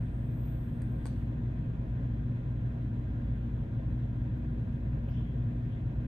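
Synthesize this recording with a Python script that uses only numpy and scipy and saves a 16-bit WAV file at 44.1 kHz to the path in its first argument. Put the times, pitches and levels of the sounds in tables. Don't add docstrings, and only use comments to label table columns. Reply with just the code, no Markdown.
import sys
import numpy as np
from scipy import signal
from scipy.fft import rfft, irfft
from scipy.io import wavfile

SR = 44100
rng = np.random.default_rng(int(sys.argv[2]) if len(sys.argv) > 2 else 0)


def put_to_file(sound):
    columns = np.atleast_2d(sound).T
    safe = np.clip(columns, -1, 1)
    whole_steps = np.round(safe * 32767)
    wavfile.write(sys.argv[1], SR, whole_steps.astype(np.int16))


N = 267687
T, HZ = np.arange(N) / SR, np.fft.rfftfreq(N, 1 / SR)

# [f/Hz, lead of the left/rad]
PORT_LEAD = [(250, 0), (370, -.35), (460, -1.5), (820, -1.55), (925, -.9), (1020, -1.45), (1300, -1.8),
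             (1450, -3.6), (1580, -5.4), (1670, -3.6), (1750, -3.7), (1840, -1.7), (1950, -3.2),
             (2200, -3.5), (2300, -4.5), (2550, -5.2), (2850, -4.6), (2980, -2.8), (3450, 0), (3700, .5),
             (4000, -.4), (4600, -.9), (12000, 0)]


def machine(slip_cycles=.004, waver_db=1.0):
    shaft_hz, mains_hz = 58.23, 60.005
    # [multiple of the shaft rate, multiple of the mains rate, level/dB, left minus right/dB]
    tones = [(1, 0, -39.5, 1), (2, 0, -52, 0.5), (0, 2, -38.5, 1), (-1, 4, -57, 1), (0, 4, -46.5, 1),
             (1, 4, -58, 2), (0, 6, -67, 7.5), (12, 0, -69.5, -2.6), (16, 0, -78.5, -2), (18, 0, -74, -2)]
    shaft_turns = shaft_hz * T + slip_cycles * drift(1.0)
    out = np.zeros((2, N))
    for shaft_order, mains_order, db, side_db in tones:
        k, m = round(shaft_order), round(mains_order)
        tone_hz = abs(k * shaft_hz + m * mains_hz)
        lag = np.array([[0], [read(PORT_LEAD, tone_hz)]])
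        phase = 2 * np.pi * (k * shaft_turns + m * mains_hz * T + rng.random())
        level = amp(db + waver_db * drift(3.0))
        out += panned(side_db) * level * np.sqrt(2) * np.sin(phase - lag)
    return out


def blower(blade_hz=149.1, blade_db=-55, phase_wander_rad=0.25):
    # [f/Hz, density/dB per Hz]
    rumble = [(22, -85), (27, -64.5), (40, -62), (55, -58), (63, -60), (88, -61), (102, -54), (120, -55.5),
              (148, -57.5), (182, -66), (218, -63), (255, -69), (305, -71.5), (420, -88)]
    blades = np.sqrt(2) * np.sin(2 * np.pi * blade_hz * T + phase_wander_rad * drift(1.0))
    roof_loss_db = 40 * np.log10(np.maximum(HZ / rumble[-1][0], 1))
    return airborne(read(rumble) - roof_loss_db) + amp(blade_db) * blades


def vents(flutter_db=0.46, patchy_db=1.16):
    # [f/Hz, density/dB per Hz]
    rush = [(200, -92.5), (380, -80.5), (560, -81.5), (800, -91.5), (1200, -96.5), (1650, -93),
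            (2300, -100), (3400, -104.5), (4300, -116), (5200, -120.5), (7000, -122), (9700, -127),
            (12000, -124.5), (14300, -127), (15200, -133)]
    # [f/Hz, width/Hz, lift/dB]
    duct = [(452, 40, 2), (468, 25, -1.5), (543, 36, 3), (600, 41, -4.5), (641, 32, 4.5), (743, 20, 3),
            (786, 30, 2), (880, 56, -2), (936, 31, 3), (976, 35, 4), (1055, 33, 3), (1150, 40, 1.5),
            (1220, 61, 2), (1380, 37, 2.5), (1420, 53, 4.5), (1495, 23, -2), (1573, 46, 3), (1680, 68, 2.5),
            (1825, 70, 4.5), (1925, 30, -2.5), (2004, 68, 3.5), (2165, 100, 2.5), (2275, 55, -4.5),
            (2350, 170, 0.5), (2800, 72, -3), (3200, 82, 3.5), (3400, 90, 1.5), (3280, 120, -4),
            (3790, 220, -3.5), (3930, 190, 4), (4440, 200, -2), (6370, 350, 4), (6350, 200, -1.5)]
    lift_db = sum(db / (1 + (2 * (HZ - hz) / width_hz) ** 4) for hz, width_hz, db in duct)
    spectrum = rfft(airborne(read(rush) + lift_db))
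    stirred = np.zeros((2, N))
    for shape, eddy in patches():
        stirred += irfft(spectrum * shape, N) * amp(patchy_db * eddy)
    return stirred * amp(flutter_db * drift(35.0))


def patches(patch_hz=500, rate_hz=14, count=8):
    place = HZ / patch_hz
    for k in range(count):
        yield np.maximum(1 - abs(place - k), 0), drift(rate_hz)
    yield np.clip(place - count + 1, 0, 1), 0


def clicks(crack_db=14, cabin_db=-6.0, cabin_t60=0.15, ping_right_db=-18):
    # [t/s, level/dB, rattle t60/s, knock against the snap/dB, body ring level/dB, edge ping level/dB]
    impacts = [(0.8198, -62.5, 0.0045, 11.5, -55, -55), (1.0567, -52, 0.008, 4, -37.5, -51),
               (1.0647, -59, 0.01, -1, -49.5, -47), (1.07, -52, 0.0126, -7, -50, -51)]
    # [f/Hz, level/dB]
    snap_colour = [(1000, 2), (2500, -4), (3300, -3), (3800, 0.5), (4600, 7), (5500, -9), (6500, 0.5),
                   (9000, -10.5), (11000, -24), (13000, -30.5)]
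    # [f/Hz, level/dB]
    knock_colour = [(150, -0.5), (450, 10), (950, 0), (1700, 3), (2200, -2), (3000, -19.5), (5000, -27),
                    (8000, -37.5), (12000, -53)]
    # [f/Hz, left minus right/dB]
    balance = [(2000, 1), (4500, 2), (7000, 0.5), (10000, 2), (13000, 1)]
    # [f/Hz, level/dB, t60/s]
    body = [(300, 3, 0.04), (453, 0, 0.022), (850, -3.5, 0.018), (1070, -7, .012), (1510, -9, 0.01),
            (2150, -16, .01), (3220, -13, 0.0046), (4650, -19.5, .014)]
    # [f/Hz, level/dB, t60/s]
    case_edge = [(8100, -2, .025), (8340, -1.5, .015), (8750, 1.5, 0.01)]
    snaps, knocks = np.zeros((2, 2, N))
    for s, db, t60, knock_db, *_ in impacts:
        blow = rng.standard_normal((2, N)) * dying(s, t60)
        blow[:, round(s * SR)] = amp(crack_db)
        snaps += amp(db) * blow
        knocks += amp(db + knock_db) * blow[0]
    bursts = causal(snaps, snap_colour) + causal(knocks, knock_colour)
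    out = irfft(rfft(bursts) * panned(read(balance)), N)
    out += struck(body, [(s, body_db) for s, *_, body_db, _ in impacts])
    pings = struck(case_edge, [(s, ping_db) for s, *_, ping_db in impacts])
    out += pings * amp([[0], [ping_right_db]])
    t = T[:SR // 2]
    tail = rng.standard_normal((2, len(t))) * np.exp(-np.log(1000) * t / cabin_t60)
    tail /= np.linalg.norm(tail[0])
    return out + amp(cabin_db) * signal.fftconvolve(out, tail, axes=1)[:, :N]


def brush(peak_s=1.066, level_db=-63.5, attack_s=0.12, release_s=0.5, grain_db=2):
    # [f/Hz, level/dB]
    friction = [(800, -10.5), (1600, 1.5), (3000, -2.5), (4500, 1.5), (5400, -9), (6500, -5.5), (8000, -17),
                (14000, -21)]
    noise = coloured(rng.standard_normal((2, N)), friction)
    return noise * amp(level_db + grain_db * drift(250)) * swell(peak_s, attack_s, release_s)


def whistles(fuzz_hz=70, wobble_hz=110):
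    # [t of the pitch crest/s, attack/s, release/s, top f/Hz, level/dB, haze against the tone/dB]
    arches = [(.41, 0.65, .9, 14250, -69, -5.5), (.87, .3, .7, 12600, -89, 8),
              (1.14, .25, 0.49, 14350, -84.5, -2.5)]
    # [f/Hz, level/dB]
    haze_colour = [(9000, -41), (11500, -11), (13000, 1), (14200, 1), (15000, -9)]
    rise_hz_per_s, fall_hz_per_s = 12000, 8000
    crest_s, swell_lag_s = 0.073, 0.048
    haze_spread = 2
    out = np.zeros(N)
    for s, attack_s, release_s, top_hz, db, haze_db in arches:
        slope = np.where(T < s, rise_hz_per_s, fall_hz_per_s)
        arch = top_hz - slope * (np.hypot(T - s, crest_s) - crest_s)
        pitch = np.maximum(arch + fuzz_hz * drift(500) + wobble_hz * drift(18), 0)
        peak_s = s + swell_lag_s
        tone = np.sin(2 * np.pi * np.cumsum(pitch) / SR) * swell(peak_s, attack_s, release_s)
        haze = coloured(rng.standard_normal(N), haze_colour)
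        haze *= swell(peak_s, haze_spread * attack_s, haze_spread * release_s)
        out += amp(db) * (tone + amp(haze_db) * haze)
    return out


def hiss(level_db=-84.5, end_s=1.2, release_s=.5, side_db=11):
    # [f/Hz, level/dB]
    colour = [(5000, -24.5), (7750, -15), (8100, 11), (8900, 2.5), (9700, -7.5), (10500, -18),
              (14000, -8.5), (15000, -15.5)]
    noise = coloured(rng.standard_normal((2, N)), colour) * panned(side_db)
    return noise * amp(level_db) * np.exp(-np.log(1000) * np.maximum(T - end_s, 0) / release_s)


def rustle(grain_db=0.6, side_db=4.5):
    # [t of the peak/s, attack/s, release/s, centre f/Hz, width/Hz, level/dB]
    scrapes = [(5.087, .02, 0.086, 2670, 1000, -65), (5.12, .12, 0.45, 5300, 1600, -76.5),
               (5.15, 0.32, 1.0, 2750, 1293, -68), (5.175, .3, .85, 3230, 486, -66.5),
               (5.735, .45, .3, 3230, 1100, -70)]
    swish = np.zeros((2, N))
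    for s, attack_s, release_s, hz, width_hz, db in scrapes:
        swish += amp(db) * swell(s, attack_s, release_s) * band(hz, width_hz)
    return swish * amp(grain_db * drift(120)) * panned(side_db)


def ticks(centre_hz=13000, width_hz=2400, attack_s=.004, release_s=.1):
    # [t/s, level/dB]
    taps = [(4.377, -83), (5.085, -74)]
    envelope = sum(amp(db) * swell(s, attack_s, release_s) for s, db in taps)
    return band(centre_hz, width_hz)[0] * envelope


def airborne(density_db):
    # [f/Hz, coherence 0-1]
    likeness = [(250, .99), (340, .88), (415, .6), (530, .93), (600, .74), (680, .96), (800, .82),
                (900, .58), (1040, .92), (1250, .84), (1330, .4), (1500, .6), (1650, .4), (2000, .52),
                (2400, .66), (2650, .55), (2760, .25), (2920, .62), (3200, .35), (3650, .68), (4400, .58),
                (5000, .35), (9000, .1)]
    # [f/Hz, left minus right/dB]
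    tilt = [(250, 0), (380, 1.6), (500, -.8), (900, -1.8), (1300, 0.5), (1500, 1.2), (1650, -1.1),
            (1850, 2), (2220, 3), (2450, 0), (3400, 2.2), (4600, 1), (7000, 1.5), (12000, 0)]
    a, b = rfft(rng.standard_normal((2, N)))
    same = np.clip(read(likeness), 0, .984)
    right = (same * a + np.sqrt(1 - same ** 2) * b) * np.exp(-1j * read(PORT_LEAD))
    pair = np.array([a, right])
    return irfft(pair * panned(read(tilt)) * amp(density_db) * np.sqrt(SR / 2), N)


def struck(modes, hits):
    out, t = np.zeros(N), T[:SR // 10]
    ring = sum(amp(db - 60 * t / t60) * np.sin(2 * np.pi * hz * t) for hz, db, t60 in modes)
    for s, db in hits:
        out[round(s * SR):][:len(t)] += amp(db) * ring
    return out


def band(hz, width_hz):
    shape = 1 / (1 + (2 * (HZ - hz) / width_hz) ** 4)
    return evened(irfft(rfft(rng.standard_normal((2, N))) * shape, N))


def coloured(x, points):
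    return irfft(rfft(x) * evened(amp(read(points))), N)


def causal(x, points):
    log_gain = np.log(evened(amp(read(points, abs(np.fft.fftfreq(N, 1 / SR))))))
    response = np.exp(np.conj(signal.hilbert(log_gain)))
    return irfft(rfft(x) * response[:len(HZ)], N)


def drift(rate_hz):
    return evened(irfft(rfft(rng.standard_normal(N)) * np.exp(-(HZ / rate_hz) ** 2), N))


def swell(s, attack_s, release_s):
    return np.exp(-np.log(1000) * np.maximum((s - T) / attack_s, (T - s) / release_s))


def dying(s, t60):
    return (T >= s) * np.exp(-np.log(1000) * np.clip((T - s) / t60, 0, 10))


def panned(db):
    return amp(np.array([db, -db]).reshape(2, -1) / 2)


def read(points, hz=HZ):
    f, value = np.transpose(points)
    return np.interp(np.log(hz + 1), np.log(f + 1), value)


def evened(x):
    return x / np.sqrt(np.mean(x ** 2) + 1e-30)


def amp(db):
    return 10 ** (np.asarray(db) / 20)


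def scene():
    overhead = machine() + blower() + vents()
    close_by = clicks() + brush() + whistles() + hiss() + rustle() + ticks()
    return overhead + close_by


def record(dry, edge_hz=15200):
    faded = dry * signal.windows.tukey(N, .002)
    low_pass = signal.firwin(511, edge_hz, window=("kaiser", 9), fs=SR)
    return signal.oaconvolve(faded, low_pass[None], "same")


dry = scene()
out = record(dry)
put_to_file(out)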